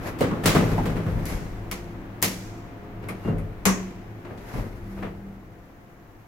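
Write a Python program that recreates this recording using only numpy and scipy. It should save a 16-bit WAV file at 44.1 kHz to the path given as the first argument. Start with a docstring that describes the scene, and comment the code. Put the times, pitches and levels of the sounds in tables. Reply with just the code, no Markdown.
"""Inside a small wood-panelled hydraulic elevator: machine hum and a running door drive lie under it all.
Clothes brush and heavy steps land on the hollow car floor: bursts of noise with echoes and floor modes.
Steel buttons then click and ring as clusters of close modes; a drone swells, more steps fall, a shoe squeaks.
The door gear knocks, the drive surges at 5 s and dies down, and the landing fades as the gap closes."""
import sys
import numpy as np
from scipy import signal
from scipy.fft import rfft, irfft, next_fast_len
from scipy.io import wavfile

SR = 44100
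rng = np.random.default_rng(int(sys.argv[2]) if len(sys.argv) > 2 else 0)


def unload_wav(signal):
    """Save mono or channel-first audio to the path in sys.argv[1] as 16-bit WAV at rate SR, clipped to [-1, 1]."""
    wavfile.write(
        sys.argv[1],
        SR,
        np.round(np.clip(np.atleast_2d(signal).T, -1, 1) * 32767).astype(np.int16),
    )


N = 276507
TIME = np.arange(N) / SR
SIZE = 32768   # samples in one blow or ring
MOTOR_FADE_S = 0.12

# hollow modes of the car rung through the floor: pitch_hz, level_db (varied per blow), t60_s
FLOOR_MODES = [(94.24, -54.5, 0.98), (109.8, -54, 0.71), (163.44, -55, 0.78), (230.7, -59.5, 0.21),
               (385, -59, 0.69), (435, -59, 0.82), (475.5, -56, 0.5), (706, -50, 0.1), (1270, -66, 0.77),
               (1435, -66, 0.1)]


def from_db(db):
    """Decibels to gain."""
    return 10 ** (np.asarray(db) / 20)


def rms_one(x):
    """Scale to unit power."""
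    return x / np.sqrt(np.mean(x ** 2) + 1e-20)


def at_hz(points, hz):
    """Read a spectrum on a log-frequency axis."""
    f, value = np.transpose(points)
    return np.interp(np.log(hz + 1e-9), np.log(f), value)


def drift(rate):
    """Slow chance with spread 1, from `rate` random knots per second."""
    knots = rng.standard_normal(int(N / SR * rate) + 2)
    return rms_one(np.interp(TIME * rate, np.arange(len(knots)), knots))


def held(start, end, fade):
    """Gain that fades in, holds at 1 and fades out."""
    return (np.tanh((TIME - start) / fade) - np.tanh((TIME - end) / fade)) / 2


def diffuse(size):
    """White noise arriving from all sides: left and right are alike in the bass only."""
    # frequency_hz, left-right likeness (0 to 1)
    likeness = [(40, 0.99), (125, 0.91), (250, 0.88), (500, 0.59), (1000, 0.16), (2000, 0), (16000, 0)]
    # frequency_hz, left minus right balance_db
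    balance = [(40, 3), (125, 4), (500, 0.5), (1000, 1), (2000, 4), (4000, -3.5), (8000, -0.5), (14000, 1)]
    hz = np.fft.rfftfreq(size, 1 / SR)
    alike = np.clip(at_hz(likeness, hz), -1, 1)
    mid, side = rfft(rng.standard_normal((2, size)))
    sides = np.array([[1], [-1]])
    stereo = np.sqrt(1 + alike) * mid + sides * np.sqrt(1 - alike) * side
    return irfft(stereo * from_db(sides * at_hz(balance, hz) / 2), size)


def noise(spectrum):
    """Steady diffuse noise of a given colour, rms 1."""
    size = next_fast_len(N)
    gain = from_db(at_hz(spectrum, np.fft.rfftfreq(size, 1 / SR)))
    return rms_one(irfft(rfft(diffuse(size)) * gain, size)[:, :N])


def tone(hz, waver_hz, flutter_db):
    """One sine line, rms 1 before its flutter, slightly unsteady in pitch and strength."""
    phase = 2 * np.pi * np.cumsum(hz + waver_hz * drift(9)) / SR
    return np.sqrt(2) * np.sin(phase) * from_db(flutter_db * drift(7))


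def causal(gain):
    """The minimum-phase response with these gains: nothing sounds before the blow."""
    cepstrum = irfft(np.log(gain))
    half = len(cepstrum) // 2
    return np.exp(rfft(np.r_[cepstrum[0], 2 * cepstrum[1:half], np.zeros(half)]))


def blow(length, modes, direct_db, pan_db, hardness, linger_db, linger, stretch):
    """Stereo spectrum of one uncoloured blow: the contact, dense wall echoes and the car's hollow modes."""
    # echo decay in the car: frequency_hz, t60_s (before each source's stretch)
    car_t60 = [(40, 0.081), (100, 0.19), (200, 0.42), (500, 0.6), (1000, 0.28), (2500, 0.38), (4500, 0.3),
               (6500, 0.36), (10000, 0.18), (16000, 0.22)]
    t, hz = TIME[:SIZE], np.fft.rfftfreq(SIZE, 1 / SR)
    length = max(length, 5e-4)
    slips = rng.standard_normal(SIZE) ** 3 * (t / length) * np.exp(-3 * t / length)
    # a small, hard contact radiates mostly treble
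    slips = signal.lfilter([1, -np.clip(hardness, 0, .95)], [1], slips)
    contact = slips / np.linalg.norm(slips)
    out = from_db([[direct_db + pan_db / 2], [direct_db - pan_db / 2]]) * contact
    build_up = 1 - np.exp(-t / (0.0018 + .45 * length))   # a slow contact fills the car slowly
    # echoes arrive in clumps: 1.3 dB of chance, 250 times a second
    bunched = from_db(1.3 * np.interp(t * 250, np.arange(SIZE), rng.standard_normal(SIZE)))
    white = rfft(diffuse(SIZE))
    for centre in 25 * 2 ** (np.arange(20) / 2):
        band = np.clip(1 - 2 * np.abs(np.log2((hz + 1e-9) / centre)), 0, 1)   # overlapping half octaves
        fall = np.log(1000) * t / (stretch * at_hz(car_t60, centre))
        # the panels ring on after the air
        dying = np.exp(-fall) + from_db(linger_db) * np.exp(-fall / max(linger, 1))
        echoes = irfft(white * band, SIZE) * (build_up * bunched * dying)
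        out = out + rms_one(echoes) * np.sqrt(np.mean(band ** 2) / SIZE)
    for mode_hz, level_db, t60 in modes:
        strength = from_db(level_db + rng.normal(0, 2.04))
        ringing = np.sin(2 * np.pi * (mode_hz * t + rng.random()))
        out = out + strength * build_up * np.exp(-np.log(1000) * t / t60) * ringing
    return rfft(out * (1 - (t / t[-1]) ** 4))   # closes to silence


def blows(rows, treble_hz, colour, modes, **contact):
    """Each blow lands at another spot, so has echoes of its own; weight adds boom, a hard contact treble."""
    boom_hz, body_hz, treble_bend = 55, 175.7, 1.98   # boom lies below the body, treble bends up above it
    out, hz = np.zeros((2, N + SIZE)), np.fft.rfftfreq(SIZE, 1 / SR)
    per_octave = SR * np.sqrt(.035 / np.maximum(hz, 30))   # equal power per octave above 30 Hz
    boom = at_hz([(boom_hz, 1), (body_hz, 0)], hz)
    treble = at_hz([(body_hz, 0), (treble_hz, 1)], hz) ** treble_bend
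    for s, length, level_db, boom_db, treble_db in rows:
        tilt_db = boom_db * boom + treble_db * treble
        gain = per_octave * from_db(level_db + tilt_db + at_hz(colour, hz))
        start = int(s * SR)
        out[:, start:start + SIZE] += irfft(blow(length, modes, **contact) * causal(gain))
    return out[:, :N]


def rings(rows):
    """A struck part rings as clusters of close modes that beat and die away together."""
    out, t, bins_hz = np.zeros((2, N + SIZE)), TIME[:SIZE], np.fft.rfftfreq(SIZE, 1 / SR)
    for s, hz, spread_hz, level_db, t60 in rows:
        near_pitch = np.exp(-((bins_hz - hz) / (2 * spread_hz)) ** 2)
        cluster = irfft(rfft(diffuse(SIZE)) * near_pitch)
        dying = from_db(-60 * t / t60) * (1 - np.exp(-t * hz / 1.5))   # builds up over 1.5 cycles
        start = int(s * SR)
        ring = rms_one(cluster * dying) * np.sqrt(np.mean(dying ** 2))
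        out[:, start:start + SIZE] += from_db(level_db) * ring
    return out[:, :N]


def footsteps():
    """Shoes scuff and thud on the hollow floor, exciting its low modes."""
    # feet on the car floor: start_s, scuff_length_s, level_db, extra boom_db, extra treble_db
    steps = [(.184, .018, -41, -12, -7), (.207, 0.0033, -22, -20, -18.5), (.309, 0.008, -26.5, -18, -35),
             (.435, 0.011, -28.5, -11, -13), (.457, 0.0032, -21.5, -12, -3), (.484, 0.0065, -33, -5, -6),
             (.547, 0.0085, -17.5, -19, -19.5), (.615, .021, -25, -7, -34), (.712, 0.013, -29.5, -2, -22.5),
             (.778, 0.0059, -28, -1.5, -30), (.855, 0.0049, -28, -20.5, -19), (.893, .0045, -38, 10, -22),
             (.955, .02, -29, -11, -26), (1.063, 0.0058, -32, 6, -27.5), (1.155, 0.011, -34, 3, -38),
             (1.32, 0.045, -36.5, 5, -36), (3.246, 0.023, -29.5, -3.5, -37.5),
             (3.275, 0.0098, -25.5, -14.5, -39.5), (3.333, 0.012, -36.5, 5, -48),
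             (4.53, 0.038, -33, 0.5, -28), (4.572, 0.0089, -35, 6, -27)]
    # colour of a shoe on the floor: frequency_hz, level_db
    shoe = [(20, -12.5), (40, 1.5), (80, -8.5), (120, -1), (250, -1), (350, -4.5), (550, -2.5), (750, -6),
            (1100, -2.5), (2200, -2), (3500, -2.5), (8000, -3), (12000, -5), (16000, -4.5)]
    return blows(steps, 5300, shoe, FLOOR_MODES, direct_db=-8.0, pan_db=2.0, hardness=0.25,
                 linger_db=-16, linger=3.2, stretch=0.91)


def floor_plates():
    """Loose floor plates clank underfoot, each with modes spread around its pitch."""
    # clanks: start_s, pitch_hz, level_db, t60_s
    clanks = [(0.2079, 530, -12.5, 0.106), (.309, 1090, -32, 0.26), (0.552, 1290, -28, 0.26),
              (.779, 854, -23.5, 0.21)]
    spread = 0.072   # share of the pitch
    return rings([(s, hz, spread * hz, db, t60) for s, hz, db, t60 in clanks])


def buttons():
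    """Steel buttons are pressed and snap back: hard contacts, then the cap or the panel rings on."""
    # contacts: start_s, contact_length_s, level_db, extra treble_db, ring_db, part that rings
    contacts = [(1.254, .005, -50.5, 3.5, -10.5, "floor"), (1.285, 0.091, -40, -10.5, -12, "floor"),
                (1.7127, .0042, -44.5, 5.5, 1, "cap"), (2.218, .0046, -51, 8, -31, "floor"),
                (2.2258, 0.0019, -35, 12, -3, "floor"), (3.022, 0.046, -41.5, -30, -29, "cap"),
                (3.086, 0.0084, -40, -17, 0.5, "cap"), (3.383, 0.002, -53, -17.5, -11.5, "cap"),
                (3.6538, 0.0026, -28, -2, 0.5, "close")]
    # colour of the panel: frequency_hz, level_db
    panel = [(30, -14.5), (100, -1.5), (200, -1.5), (350, 1.5), (650, -0.5), (1100, 0), (1600, -1.5),
             (2300, 2), (3700, -2.5), (5000, -1.5), (6500, -1.5), (8800, -6), (12000, -1.5), (16000, -9)]
    # hollow modes of the car rung through the wall: pitch_hz, level_db (varied per blow), t60_s
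    wall_modes = [(187.2, -51, 0.92), (256, -64.5, 0.51), (407, -54.5, 0.51), (983, -55.5, 0.34),
                  (1157, -50.5, 0.17), (1555, -54.5, 0.14), (1866, -50, 0.21), (4370, -57, .3),
                  (6170, -61.5, 0.29)]
    # a button's cap, or the floor or door-close button with the panel behind it:
    # pitch_hz, spread_hz, level_db (the contact's ring_db is added), t60_s
    part_modes = {"cap": [(1260, 120, -40, .2), (2200, 177, -35.5, 0.17), (10400, 1500, -41.5, 0.14)],
                  "floor": [(265, 38, -30.5, .68), (2096, 170, -32.5, 0.5), (5830, 1500, -37, 0.85),
                  (11300, 900, -32.5, .38)], "close": [(194.6, 0.94, -16.5, 0.32), (1100, 86, -26, 0.4),
                  (1945, 340, -26.5, 0.41), (6460, 700, -25.5, 0.38), (9800, 2100, -25.5, 0.21)]}
    presses, ringing = [], []
    for s, length, level_db, treble_db, ring_db, part in contacts:
        presses.append((s, length, level_db, 0, treble_db))
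        for hz, spread_hz, db, t60 in part_modes[part]:
            ringing.append((s, hz, spread_hz, ring_db + db, t60))
    clicks = blows(presses, 8820, panel, wall_modes, direct_db=-3.0, pan_db=8.5, hardness=0.64,
                   linger_db=-19.5, linger=5.0, stretch=0.64)
    return clicks + rings(ringing)


def door_knocks():
    """The door gear knocks as dull contacts that ring the floor's modes."""
    # knocks: start_s, contact_length_s, level_db, extra boom_db, extra treble_db
    knocks = [(4.248, 0.01, -40, -9, -19), (4.3, 0.02, -35.5, -9, -34), (4.376, 0.0048, -67.5, 0, 14),
              (4.96, 0.11, -39.5, -3, -22), (5.024, 0.01, -30.5, -7.5, -22), (5.256, 0.027, -45, -7, -59)]
    # colour of the gear: frequency_hz, level_db
    gear = [(30, -14), (100, -11), (300, -7), (1000, -3.5), (2500, -1.5), (5000, -10), (12000, -17)]
    return blows(knocks, 5100, gear, FLOOR_MODES, direct_db=-6.5, pan_db=6, hardness=0.084,
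                 linger_db=-33, linger=2.0, stretch=0.89)


def squeak():
    """A faint, thin shoe squeak: one high line with a rough pitch."""
    line = tone(2810 + 30 * drift(300), waver_hz=12, flutter_db=2)
    return from_db(-55) * held(3.24, 3.32, .01) * line


def door_travel():
    """Strength of the door's drive, and how much of the landing is heard through the narrowing gap."""
    # door speed: time_s, share of top speed (the first value also holds before its time)
    door_speed = [(3.7, 0.47), (4, 0.34), (4.78, 0.39), (5, 1), (5.2, 0.62), (5.5, 0.38), (5.8, 0.19),
                  (6.27, 0.003)]
    loudness_power = 1.78   # the drive's amplitude grows with this power of the speed
    shut_door_db = -10.5   # what the shut door lets through
    doorway_db, inside_s, walk_in_s = 4, 1.26, 0.27   # the landing is louder until the listener is inside
    speed = np.maximum(np.interp(TIME, *np.transpose(door_speed)), 0)
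    gap = 1 - np.cumsum(speed) / np.sum(speed)
    leak = from_db(shut_door_db) ** 2
    in_doorway = (1 - np.tanh((TIME - inside_s) / walk_in_s)) / 2
    landing = np.sqrt(leak + (1 - leak) * gap) * from_db(doorway_db * in_doorway)
    return speed ** loudness_power, landing


def motors():
    """Wavering sine lines: machine hum, drone and whine, and a door motor as loud as its speed allows."""
    # machine hum: pitch_hz, level_db (before the hum gain)
    hum_lines = [(161.5, -59.5), (269.2, -63.5), (313, -64), (333, -62), (416, -65.5), (495.3, -70)]
    # lines that swell and fade together: pitch_hz, level_db (before the drone gain)
    drone_lines = [(107.7, -0.5), (699.8, -12)]
    drive, landing = door_travel()
    hum = sum(from_db(db) * tone(hz, waver_hz=1.77, flutter_db=3.5) for hz, db in hum_lines)
    drone = sum(from_db(db) * tone(hz, waver_hz=.9, flutter_db=2.7) for hz, db in drone_lines)
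    whine_on = held(1.2, 2.2, MOTOR_FADE_S) + held(3.8, 5.28, MOTOR_FADE_S)
    whine = from_db(-50.5) * whine_on * tone(352.4, waver_hz=2.476, flutter_db=3.0)
    door_motor = from_db(-36) * drive * tone(195, waver_hz=0.67, flutter_db=4.0)
    hum_gain = from_db(4.5) * landing + from_db(9.5) * drive
    drone_gain = from_db(-45.5) * landing + from_db(-48.5) * held(2.45, 3.4, MOTOR_FADE_S)
    return hum_gain * hum + drone_gain * drone + whine + door_motor


def clothes():
    """Clothes brush as the body turns: fluttering noise with rounded swells."""
    # brushes: peak_s, length_s, level_db
    brushes = [(.04, .012, -42.5), (.077, .025, -34), (.68, .15, -36.5), (1.252, 0.27, -48.5),
               (3.247, .05, -49.5), (4.556, 0.094, -42), (4.966, 0.12, -53.5)]
    # colour of cloth: frequency_hz, level_db per Hz
    cloth = [(200, -3), (600, 10.5), (1200, 3.5), (2000, 3), (3200, -10), (6000, -11), (9000, -18.5),
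             (12000, -10.5), (16000, -23)]
    swells = sum(from_db(db) / (1 + ((TIME - s) / length) ** 2) ** 1.14 for s, length, db in brushes)
    return (from_db(-62) + swells) * from_db(1.2 * drift(55)) * noise(cloth)


def rumble():
    """Low noise of the floor: the car sways when weight shifts, the door rollers turn, the landing rumbles."""
    # sways: start_s, level_db (before rise and fall)
    sways = [(0.451, -27.5), (1.05, -25.5), (3.3, -32.5), (4.55, -31.5)]
    # colour of the rumble: frequency_hz, level_db
    colour = [(15, 0.5), (28, 1.5), (40, 3.5), (52, 0), (64, -6.5), (80, -9.5), (100, 0.5), (160, -18.5),
              (400, -55.5)]
    rise_s, fall_db_per_s = 0.1, 24.5
    drive, landing = door_travel()
    sway = 0
    for s, db in sways:
        since = TIME - s
        falling = from_db(db - fall_db_per_s * np.maximum(since, 0))
        sway = sway + falling * np.clip(since / rise_s, 0, 1)
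    rollers = from_db(-39) * drive
    steady = from_db(-42) * landing
    return np.sqrt(sway ** 2 + rollers ** 2 + steady ** 2) * noise(colour)


def air():
    """Air in the shaft, dimmed by the closing door, under a faint steady hiss."""
    # colour of the shaft air: frequency_hz, level_db per Hz
    colour = [(59, -26.5), (100, -7), (119, -6.5), (135, -9.5), (271, -8), (322, -10), (350, -7),
              (373, -12.5), (648, -16.5), (705, -16), (1390, -21.5), (2130, -25.5), (9210, -59.5),
              (14700, -50.5), (16000, -51)]
    _, landing = door_travel()
    hiss = from_db(-68.5) * noise([(3000, -8.5), (6500, 5.0), (9500, -6.5), (13000, 6.5), (16000, 4.0)])
    return from_db(-40.5) * landing * noise(colour) + hiss


def scene():
    """Steps, buttons and door sound in the car, over its hum."""
    contacts = footsteps() + floor_plates() + buttons() + door_knocks() + squeak()
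    return contacts + motors() + clothes() + rumble() + air()


def record(dry):
    """The highest peaks are rounded; the deepest bass and the top are cut."""
    rounded = dry / (1 + (dry / .85) ** 4) ** .25
    bass_cut = signal.butter(2, 22, "high", fs=SR, output="sos")
    top_cut = signal.ellip(14, .1, 100, 15900, fs=SR, output="sos")
    return signal.sosfilt(top_cut, signal.sosfilt(bass_cut, rounded))


dry = scene()
out = record(dry)
unload_wav(out)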